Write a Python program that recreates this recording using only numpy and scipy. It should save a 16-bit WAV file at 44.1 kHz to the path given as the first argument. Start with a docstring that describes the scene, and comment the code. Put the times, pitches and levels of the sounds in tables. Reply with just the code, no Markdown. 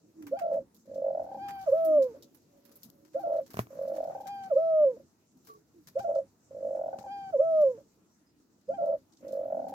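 """A dove right at the microphone repeats a short hoarse note and a long coo that rolls, whistles high, dips and
sinks: a near sine, partly chopped into pulses, rings two resonances of the swollen throat. Further off, gliding
sines make pigeons' low coos and small birds' chirps. Feet and feathers tick and rustle in dry straw (noise bursts
and bands), hiss rises with the calls, knocks ring the modes of the perch, and coloured noise is the air of coop
and street. A noise gate turns the lower range down in pauses."""
import sys
import numpy as np
from scipy import signal
from scipy.io import wavfile
from scipy.ndimage import uniform_filter1d

SR = 44100
rng = np.random.default_rng(int(sys.argv[2]) if len(sys.argv) > 2 else 0)


def invert_db(level):
    """Linear amplitude ratio for a level in decibels (20 dB per decade), elementwise."""
    return 10 ** (np.asarray(level, dtype=float) / 20)


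def store_pcm(level_fs):
    """Save levels as 16-bit WAV."""
    pcm = np.round(np.clip(level_fs, -1, 1) * 32767).astype(np.int16)
    wavfile.write(sys.argv[1], SR, np.atleast_2d(pcm).T)


N = 429524

# Short notes. Each row: start in seconds, length in seconds, dB added to the shape's effort.
NOTES = [(.303, .31, 0.5), (3.132, 0.29, 0.5), (5.943, .283, 1.5), (8.671, 0.31, 0)]
# Long coos. Each row: roll start in seconds, first pulse rate in pulses per second, then whistle, dip, swell,
# sinking and end times in seconds; in the last row those after the whistle lie past the end of the sound and
# are arbitrary.
COOS = [(.855, 48.8, 1.402, 1.659, 1.738, 1.982, 2.205), (3.69, 49.2, 4.27, 4.497, 4.577, 4.843, 5.015),
        (6.488, 50.6, 7.09, 7.321, 7.412, 7.636, 7.833), (9.207, 49, 9.81, 10.26, 10.05, 10.72, 10.65)]
# Shape of the short note. Each row: share of its length 0-1, pitch in Hz, effort in dB, share of each pulse
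# that sounds 0-1.
NOTE_SHAPE = [(0, 452, -79, 0.75), (.04, 490, -33.5, 0.82), (.08, 561, -29, 0.85), (.12, 689, -25.5, 1),
              (.195, 702, -23.5, .95), (.225, 801, -22.5, .88), (.33, 779, -29.5, .9),
              (.365, 694, -18.5, .9), (.45, 671, -23, .84), (.66, 650, -22, .66), (.88, 643.5, -24.5, .66),
              (.945, 564.2, -39, .66), (1, 533, -57.5, 0.64)]
# Shape of the coo. Each row: stage (0-1 roll, 1-2 whistle, 2-3 dip, 3-4 swell, 4-5 sinking), pitch in Hz,
# effort in dB, share of each pulse that sounds 0-1.
COO_SHAPE = [(0, 515, -43.5, 0.24), (.12, 558.7, -32, 0.28), (.3, 610, -24.5, 0.34),
             (.47, 670, -20.5, 0.31), (.62, 689.2, -20.5, .38), (.72, 720, -23, .52), (.82, 765, -25, .66),
             (.95, 800.8, -25, .74), (1, 769.4, -23.5, .9), (1.13, 807.7, -20.5, 1),
             (1.57, 788.3, -23.5, 1), (1.92, 766.5, -24, 1), (2, 754, -45.5, 1), (2.07, 700.8, -26.5, 1),
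             (2.25, 601, -21, 1), (2.45, 500.2, -31, 1), (2.66, 496, -33, 1), (2.82, 544.6, -21, 1),
             (3, 632.8, -20.5, 1), (3.15, 657.2, -21.5, 1), (3.4, 651.8, -21, 1), (3.8, 616.9, -18.5, 1),
             (4, 586.1, -17, 1), (4.055, 538.5, -28.5, 1), (4.36, 508, -28, 1), (4.46, 490, -35, 1),
             (4.62, 441.2, -36.5, .9), (4.7, 448.5, -42, .9), (4.74, 590.1, -41.5, .4), (4.9, 570, -48, .4),
             (5, 560, -72, .4)]
# Throat resonances. Each row: centre in Hz, width in Hz, level in dB, left minus right in dB, samples by which
# left lags.
THROAT = [(543.3, 23.94, 8.5, -2.5, 2.7), (660.3, 134.4, -7.5, 4.5, 9)]
# Overtones before muffling. Each row: multiple of the pitch, dB relative to effort at 800 Hz, power of pitch by
# which it grows.
OVERTONES = [(2, -39.5, -1.3), (3, -43.5, 14), (4, -46, 9), (5, -60, 9), (6, -47.5, 12), (7, -67, 0.1),
             (8, -66, 8.2)]
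# Other birds, a gliding call a row. Each row: start in seconds, length in seconds, first Hz, last Hz,
# level in dB before wavering.
OTHERS = [(0, 0.18, 290, 353, -55), (0.128, 0.24, 340, 256, -43), (1.829, .24, 340.4, 243, -42),
          (2.197, 0.13, 569, 565, -59), (2.453, 0.39, 565, 570, -60), (2.882, 0.24, 556, 547, -60.5),
          (2.95, 0.42, 300, 329, -55), (3.869, 0.21, 335, 289.5, -52.5), (5.469, 0.16, 446, 408, -53.5),
          (5.479, 0.1, 1150, 1123, -49.5), (5.736, .12, 372, 256, -50), (8.08, 0.11, 5850, 5550, -79),
          (8.25, .09, 5020, 4980, -77), (8.649, 0.11, 5150, 4590, -79), (9.499, 0.29, 248.7, 284.6, -50)]
# Ticks in the straw, levels before band trims. Each row: start in seconds, peak in dB, dB near 1.6 kHz,
# dB near 11 kHz, left minus right in dB.
TICKS = [(0.2232, -49.5, -55.5, -64.5, 1), (0.2676, -40, -45, -55, 0), (0.39, -39, -44, -58.5, -2.5),
         (0.533, -50, -57.5, -67.5, 1), (0.7458, -49, -87, -62.5, -3), (0.9444, -49, -68, -70.5, 2.5),
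         (1.4845, -35, -39.5, -54.5, -1), (1.6116, -45, -71.5, -63.5, 0.5),
         (1.8481, -42, -61.5, -46.5, -8.5), (2.0231, -37.5, -57.5, -56, 1), (2.2242, -38, -85.5, -59.5, 1),
         (2.3464, -51, -64, -59.5, -5.5), (2.652, -51, -63.5, -63, -12), (2.7162, -48, -69, -62.5, 2.5),
         (2.7555, -52.5, -79.5, -56, -1.5), (2.832, -36, -72, -49, 6), (3.463, -43, -59, -63, -0.5),
         (3.5043, -40, -50.5, -54, 0), (3.5349, -41, -54, -54.5, -4), (3.5694, -37.5, -46, -56, -2),
         (3.5905, -29.5, -36, -45, -0.5), (3.822, -54, -76, -68.5, 7), (3.9624, -46.5, -55.5, -63.5, -5),
         (4.27, -39.5, -53.5, -60, 13.5), (4.4367, -42.5, -57.5, -69, 2), (5.471, -45.5, -59, -61, 7.5),
         (5.872, -38, -51, -55, 2.5), (5.9919, -37, -58, -60.5, 5), (6.1519, -43.5, -64.5, -74, -2.5),
         (6.987, -40, -56.5, -64, 6.5), (7.6116, -45, -66, -61, 0.5), (8.8576, -50.5, -70.5, -68, -1),
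         (9.1226, -49.5, -79.5, -86.5, 3), (9.1706, -50, -78.5, -89, -2), (9.2813, -45.5, -87.5, -68, -7.5),
         (9.323, -45, -70.5, -62.5, -5.5), (9.6844, -46, -60.5, -62, -4)]
# Spectrum of the straw rustle. Each row: Hz, density in dB.
STRAW = [(1290, -31.5), (2200, -4.5), (2930, -9), (3860, -4.5), (6660, 0), (7300, -16), (9500, -12.5),
         (12400, -41.5), (20900, -120)]
# Stirring of birds in the straw. Each row: time in seconds, level in dB before the band offsets.
STIR = [(0, -92), (.35, -80), (.7, -89), (1.3, -83.5), (1.75, -69.5), (2.1, -79.5), (2.45, -81),
        (2.82, -72.5), (3.05, -82), (3.48, -76.5), (3.54, -66), (3.6, -57), (3.655, -72), (4.2, -79.5),
        (4.8, -78.5), (5.38, -92.5), (5.5, -68), (5.65, -87), (5.9, -78), (6.3, -87.5), (7, -82.5),
        (7.7, -82), (8.1, -91.5), (8.6, -91.5), (9.3, -79), (9.74, -83)]
# Rustle and hiss, in columns: near 5 kHz, near 1.5 kHz, near 13 kHz.
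# Background hiss rises while the dove calls, as the recorder's gate opens: lift in dB.
CALLING_LIFT_DB = (6.5, 12, 3.5)
# Band level over the mean stirring in dB.
STIR_OFFSET_DB = (0.4, -2.5, -1)
# How far the band follows the stirring, as a share.
STIR_SHARE = (0.81, 1, 1)
# Blows on the perch. Each row: time in seconds, peak of the blow in dB.
KNOCKS = [(3.543, -34), (3.571, -30), (3.592, -17.5), (3.67, -44), (5.995, -37), (6.988, -40)]
# Modes of the perch. Each row: Hz, level in dB, t60 in seconds.
PERCH = [(120.5, -6, 0.15), (206, -0.5, 0.023), (415.3, -4.5, 0.018), (650, -2, 0.017),
         (1055, -0.5, 0.0083), (2250, -7.5, 0.0052)]
# Spectrum of coop and street air. Each row: Hz, density in dB.
AIR = [(18, -64), (30, -31.5), (86, -6), (134, -3.5), (157, -10.5), (189, 0), (259, -12), (303, 4),
       (394, -9.5), (616, -19.5), (3980, -44), (4900, -31.5), (6600, -32), (7300, -46), (16000, -43.5)]
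# Left-right likeness of noise. Each row: Hz, likeness 0-1.
LIKENESS = [(60, 0.82), (200, 0.92), (400, 0.64), (1500, 0.01)]

AIR_DB = -57.5
HOARSE_PULSES_PER_S = 75  # nominal, drifts
ROLL_SLOWING = 51  # pulses per s lost, times the square of the seconds rolled
LEAK_DB, LEAK_PAN_DB = -32.5, 3.5
OVERTONE_PAN_DB, OVERTONE_LAG_SAMPLES = -6.5, 6.5
OTHERS_RISE, OTHERS_FALL = .25, .4  # shares of a call
SMALL_TICKS_PER_S, SMALL_TICK_BASE_DB = 3.2, -59
STRAW_EDGE_HZ = 7100
COOP_T60_S, COOP_DB = .11, -28
GATE_DB, GATE_DEPTH_DB, GATE_KNEE_DB, GATE_FALL_DB_PER_S = -54.5, 12, 16, 148
GATE_TOP_HZ, MICROPHONE_CUT_HZ = 1850, 24


def rms_one(x):
    """Scale to rms 1."""
    return x / np.sqrt(np.mean(x ** 2) + 1e-20)


def in_time(rows, left=None, right=None):
    """Columns of a curve, sample by sample."""
    s, *columns = np.transpose(rows)
    return [np.interp(np.arange(N) / SR, s, c, left, right) for c in columns]


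def at_hz(points, hz):
    """Read a spectrum on a log axis."""
    point_hz, value = np.array(points).T
    return np.interp(np.log(hz), np.log(point_hz), value)


def drift(rate_hz):
    """Slow chance with rms 1: white noise through a double pole, drawn every 40 samples."""
    r = np.exp(-80 * np.pi * rate_hz / SR)
    white = rng.standard_normal(N // 40 + 2002)
    slow = signal.lfilter([1], [1, -2 * r, r * r], white)[2000:]
    return np.interp(np.arange(N) / 40, np.arange(len(slow)), rms_one(slow))


def pan(x, db, lag=0):
    """Spread over two channels: left minus right in dB, left late by lag samples."""
    at = np.arange(N)
    left = np.interp(at - lag / 2, at, x) * invert_db(db / 2)
    right = np.interp(at + lag / 2, at, x) * invert_db(-db / 2)
    return np.array([left, right])


def resonance(x, hz, width_hz):
    """Two-pole band-pass with gain 1 on top."""
    r = np.exp(-np.pi * width_hz / SR)
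    zeros = np.array([1, 0, -1]) * (1 - r * r) / 2
    return signal.lfilter(zeros, [1, -2 * r * np.cos(2 * np.pi * hz / SR), r * r], x + 1e-18)


def band(x, low_hz, high_hz):
    """Butterworth band-pass."""
    edges_hz = [low_hz, min(high_hz, .45 * SR)]
    return signal.sosfilt(signal.butter(2, edges_hz, "band", fs=SR, output="sos"), x)


def coloured_noise(spectrum, patchy_db):
    """Half-octave bands of stereo noise, each flickering on its own; rms 1."""
    out, edges_hz = 0, 30 * 2 ** np.arange(0, 9.6, .5)
    white = rng.standard_normal((2, 2, N))
    for k, (low_hz, high_hz) in enumerate(zip(edges_hz, edges_hz[1:])):
        hz = np.sqrt(low_hz * high_hz)
        mid, side = band(white[k % 2], low_hz, high_hz)
        alike = np.clip(at_hz(LIKENESS, hz), 0, 1)
        gain = invert_db(at_hz(spectrum, hz) + patchy_db * drift(5.9))
        out = out + gain * (np.sqrt(1 + alike) * mid + np.sqrt(1 - alike) * side * [[1], [-1]])
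    return rms_one(out)


def air():
    """Coop and street: steady coloured noise with slow flicker in each band."""
    return invert_db(AIR_DB) * coloured_noise(AIR, patchy_db=3.0)


def coop(x):
    """Walls answer with short dying noise, unlike left and right."""
    t = np.arange(SR // 2) / SR
    walls = rng.standard_normal((2, len(t))) * invert_db(-60 * t / COOP_T60_S)
    walls /= np.sqrt(np.sum(walls ** 2, axis=1, keepdims=True))
    return invert_db(COOP_DB) * signal.fftconvolve(x.mean(axis=0)[None], walls, axes=1)[:, :N]


def other_birds():
    """Soft wavering sines that glide, swell and fade: low coos and high chirps."""
    out, unsteady = np.zeros(N), 1 + .02 * drift(30)
    for s, length_s, first_hz, last_hz, db in OTHERS:
        at = (np.arange(N) / SR - s) / length_s
        swell = np.clip(np.minimum(at / OTHERS_RISE, (1 - at) / OTHERS_FALL), 0, 1)
        glide_hz = first_hz + (last_hz - first_hz) * np.clip(at, 0, 1)
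        phase = 2 * np.pi * np.cumsum(glide_hz * unsteady) / SR
        out += swell * invert_db(db) * np.sin(phase)
    return pan(out * invert_db(2.8 * drift(63)), -2.0, 18)


def rustle_and_hiss():
    """Flickering dry noise in three bands follows the stirring; its hiss rises during each call."""
    *rest, in_note, in_coo = voice()
    stir_db, calling = in_time(STIR)[0], uniform_filter1d(in_note + in_coo, size=3000)
    mean_db = stir_db.mean()
    treble_db, middle_db, top_db = [mean_db + share * (stir_db - mean_db) + db + lift_db * calling
                                    for share, db, lift_db in zip(STIR_SHARE, STIR_OFFSET_DB, CALLING_LIFT_DB)]
    straw = band(coloured_noise(STRAW, patchy_db=3.0), 1500, STRAW_EDGE_HZ)
    treble = invert_db(treble_db + 1.2 * drift(40)) * straw
    middle = invert_db(middle_db + 3.1 * drift(20)) * rms_one(band(rng.standard_normal((2, N)), 600, 1400))
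    top = invert_db(top_db + 1.8 * drift(40)) * rms_one(band(rng.standard_normal((2, N)), 11000, 15000))
    return treble + middle + top


def small_ticks():
    """Rows of faint ticks at chance moments, stronger when the birds stir."""
    at, size, dull, side = rng.random((round(SMALL_TICKS_PER_S * N / SR), 4)).T
    s, (stir_db,) = at * N / SR, in_time(STIR)
    db = SMALL_TICK_BASE_DB + 0.72 * (stir_db[(at * N).astype(int)] - stir_db.mean()) + 9 * size
    return list(zip(s, db, db - 7.5 - 22 * dull, db - 24 + 12 * dull, 16 * (side - .5)))


def ticks():
    """Each tick is a clump of tiny snaps in a short swish, in three bands of their own strength."""
    out, t = np.zeros((2, N + 4000)), np.arange(4000) / SR
    for s, peak_db, middle_db, top_db, side_db in TICKS + small_ticks():
        born = (rng.random(4000) < 130 * np.exp(-t / .025) / SR) * rng.uniform(0.13, .7, 4000)
        born[0] = .9
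        snaps = signal.lfilter([1], [1, -np.exp(-1 / (0.0014 * SR))], born)
        swish = .55 * np.minimum(t / 0.0045, 1) * np.exp(-t / 0.017)
        noise = rng.standard_normal((2, 4000)) * (snaps + swish)
        tick = invert_db(peak_db - 3.5) * band(noise, 3700, 6900)
        tick += invert_db(top_db + 12.0) * band(noise, 11000, 15000)
        tick += invert_db(min(middle_db, peak_db - 3.5) + 11.5) * band(noise, 610, 2100)
        start = round(s * SR)
        out[:, start:start + 4000] += tick * invert_db(np.array([[.5], [-.5]]) * side_db)
    return out[:, :N]


def knocks():
    """Blows on the wooden perch ring its few dull modes."""
    blows = np.zeros(N)
    blows[[round(s * SR) for s, db in KNOCKS]] = invert_db(np.array(KNOCKS)[:, 1])
    out = 0
    for hz, db, t60_s in PERCH:
        r, w = invert_db(-60 / (t60_s * SR)), 2 * np.pi * hz / SR
        out = out + signal.lfilter([0, invert_db(db) * np.sin(w)], [1, -2 * r * np.cos(w), r * r], blows + 1e-18)
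    return pan(band(out, 140, 7600), 0.71, 12.0)


def voice():
    """Lay the shapes out in time: pitch, effort, sounding share, and where note and coo run."""
    notes = [[(s + length_s * at, hz, db + level_db, share) for at, hz, db, share in NOTE_SHAPE]
             for s, length_s, level_db in NOTES]
    coos = [[(np.interp(at, range(6), [s, *stages]), hz, db, share) for at, hz, db, share in COO_SHAPE]
            for s, rate, *stages in COOS]
    in_note, in_coo = [sum(in_time(call, left=0, right=0)[0] > 0 for call in calls) * 1.
                       for calls in (notes, coos)]
    return *in_time(sorted(sum(notes + coos, []))), in_note, in_coo


def pulse_count():
    """Pulses so far: uneven and fast in the note, nearly steady and slowing in the roll."""
    count = np.cumsum(HOARSE_PULSES_PER_S * invert_db(3.9 * drift(25))) / SR
    wobble = .07 * drift(14) + 0.14
    for k, (s, rate, whistle_s, *rest) in enumerate(COOS):
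        t = np.arange(N) / SR - s
        steady = rate * t - ROLL_SLOWING * t ** 3 / 3
        rolling = (t >= 0) & (t < whistle_s - s)
        count = np.where(rolling, steady + wobble + 1000 * (k + 1), count)  # 1000s: own chance per roll
    return count


def throat(tone, puff):
    """Two narrow resonances of the swollen throat, of opposite sign, driven by tone and air puffs."""
    (hz, width_hz, db, side_db, lag), (hz2, width2_hz, db2, side2_db, lag2) = THROAT
    drive = tone + band(puff, 420, 850)
    low = invert_db(db) * resonance(drive, hz, width_hz)
    # twice: falls steeply above
    high = invert_db(db2) * resonance(resonance(drive, hz2, width2_hz), hz2, width2_hz)
    return pan(low, side_db, lag) - pan(high, side2_db, lag2)


def dove():
    """A near sine, chopped into pulses, sets the throat ringing; overtones leak out past it."""
    pitch_hz, effort_db, share, in_note, in_coo = voice()
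    calling = uniform_filter1d(in_note + in_coo, size=400)
    count, share = pulse_count(), np.clip(share, .1, 1)
    within, chopped = count % 1, np.clip((.88 - share) * 12, 0, 1)
    strength, kick = rng.standard_normal((5000, 2))[count.astype(int)].T  # one draw a pulse
    sounding = np.clip(np.minimum(within / 0.12, (share - within) / 0.12), 0, 1)
    effort = invert_db(effort_db + chopped * strength * 3.06) * calling
    gain = uniform_filter1d(effort * (1 - chopped + chopped * sounding), size=70) * np.sqrt(2)
    # each pulse starts sharp and settles
    overshoot = 1 + uniform_filter1d(chopped * .17 * np.exp(-within / .1), size=110)
    phase = 2 * np.pi * np.cumsum(pitch_hz * overshoot * (1 + .001 * drift(27))) / SR
    tone = gain * np.sin(phase)
    # air bursts through at each opening
    opens = np.diff(np.floor(count), prepend=0) == 1
    puff = uniform_filter1d(opens * chopped * effort * (1 + 0.14 * kick), size=30) * invert_db(24)
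    upper = 0
    for k, level_db, power in OVERTONES:
        growth = (pitch_hz / 800) ** np.clip(power, -4, 14)
        upper = upper + invert_db(level_db + 2.2 * drift(22)) * growth * np.sin(k * phase)
    # hoarse parts are muffled
    muffle_db = -9 * chopped * in_coo - 5.8 * in_note + 2.9 * in_note * drift(65)
    upper = upper * uniform_filter1d(gain, size=330) * invert_db(muffle_db)
    upper = upper - 0.41 * resonance(upper, 1120, 120)  # the closed windpipe swallows one band
    leak = pan(invert_db(LEAK_DB) * band(tone, 200, 980), LEAK_PAN_DB)
    return throat(tone, puff) + leak + pan(upper, OVERTONE_PAN_DB, OVERTONE_LAG_SAMPLES)


def scene():
    """All sources; dove and knocks also excite the coop."""
    near = dove() + knocks()
    return near + coop(near) + other_birds() + ticks() + rustle_and_hiss() + air()


def low_pass(x):
    """Removes everything above the highest recorded frequency."""
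    return signal.sosfilt(signal.butter(12, 16520, fs=SR, output="sos"), x)


def record(dry):
    """A gate on the lower range opens on sound above 600 Hz and closes slowly; then a bass cut."""
    heard = band(dry.mean(axis=0), 600, 14000)
    level_db = 10 * np.log10(uniform_filter1d(heard ** 2, size=600) + 1e-12)
    slope_db = GATE_FALL_DB_PER_S * np.arange(N) / SR
    held_db = np.maximum.accumulate(np.minimum(level_db, GATE_DB) + slope_db) - slope_db
    closed = np.clip((GATE_DB - held_db) / GATE_KNEE_DB, 0, 1)
    lows = signal.sosfilt(signal.butter(1, GATE_TOP_HZ, fs=SR, output="sos"), dry)
    gated = dry - lows * (1 - invert_db(-GATE_DEPTH_DB * uniform_filter1d(closed, size=900)))
    bass_cut = signal.butter(2, MICROPHONE_CUT_HZ, "high", fs=SR, output="sos")
    return low_pass(signal.sosfilt(bass_cut, gated))


dry = scene()
out = record(dry)
store_pcm(out)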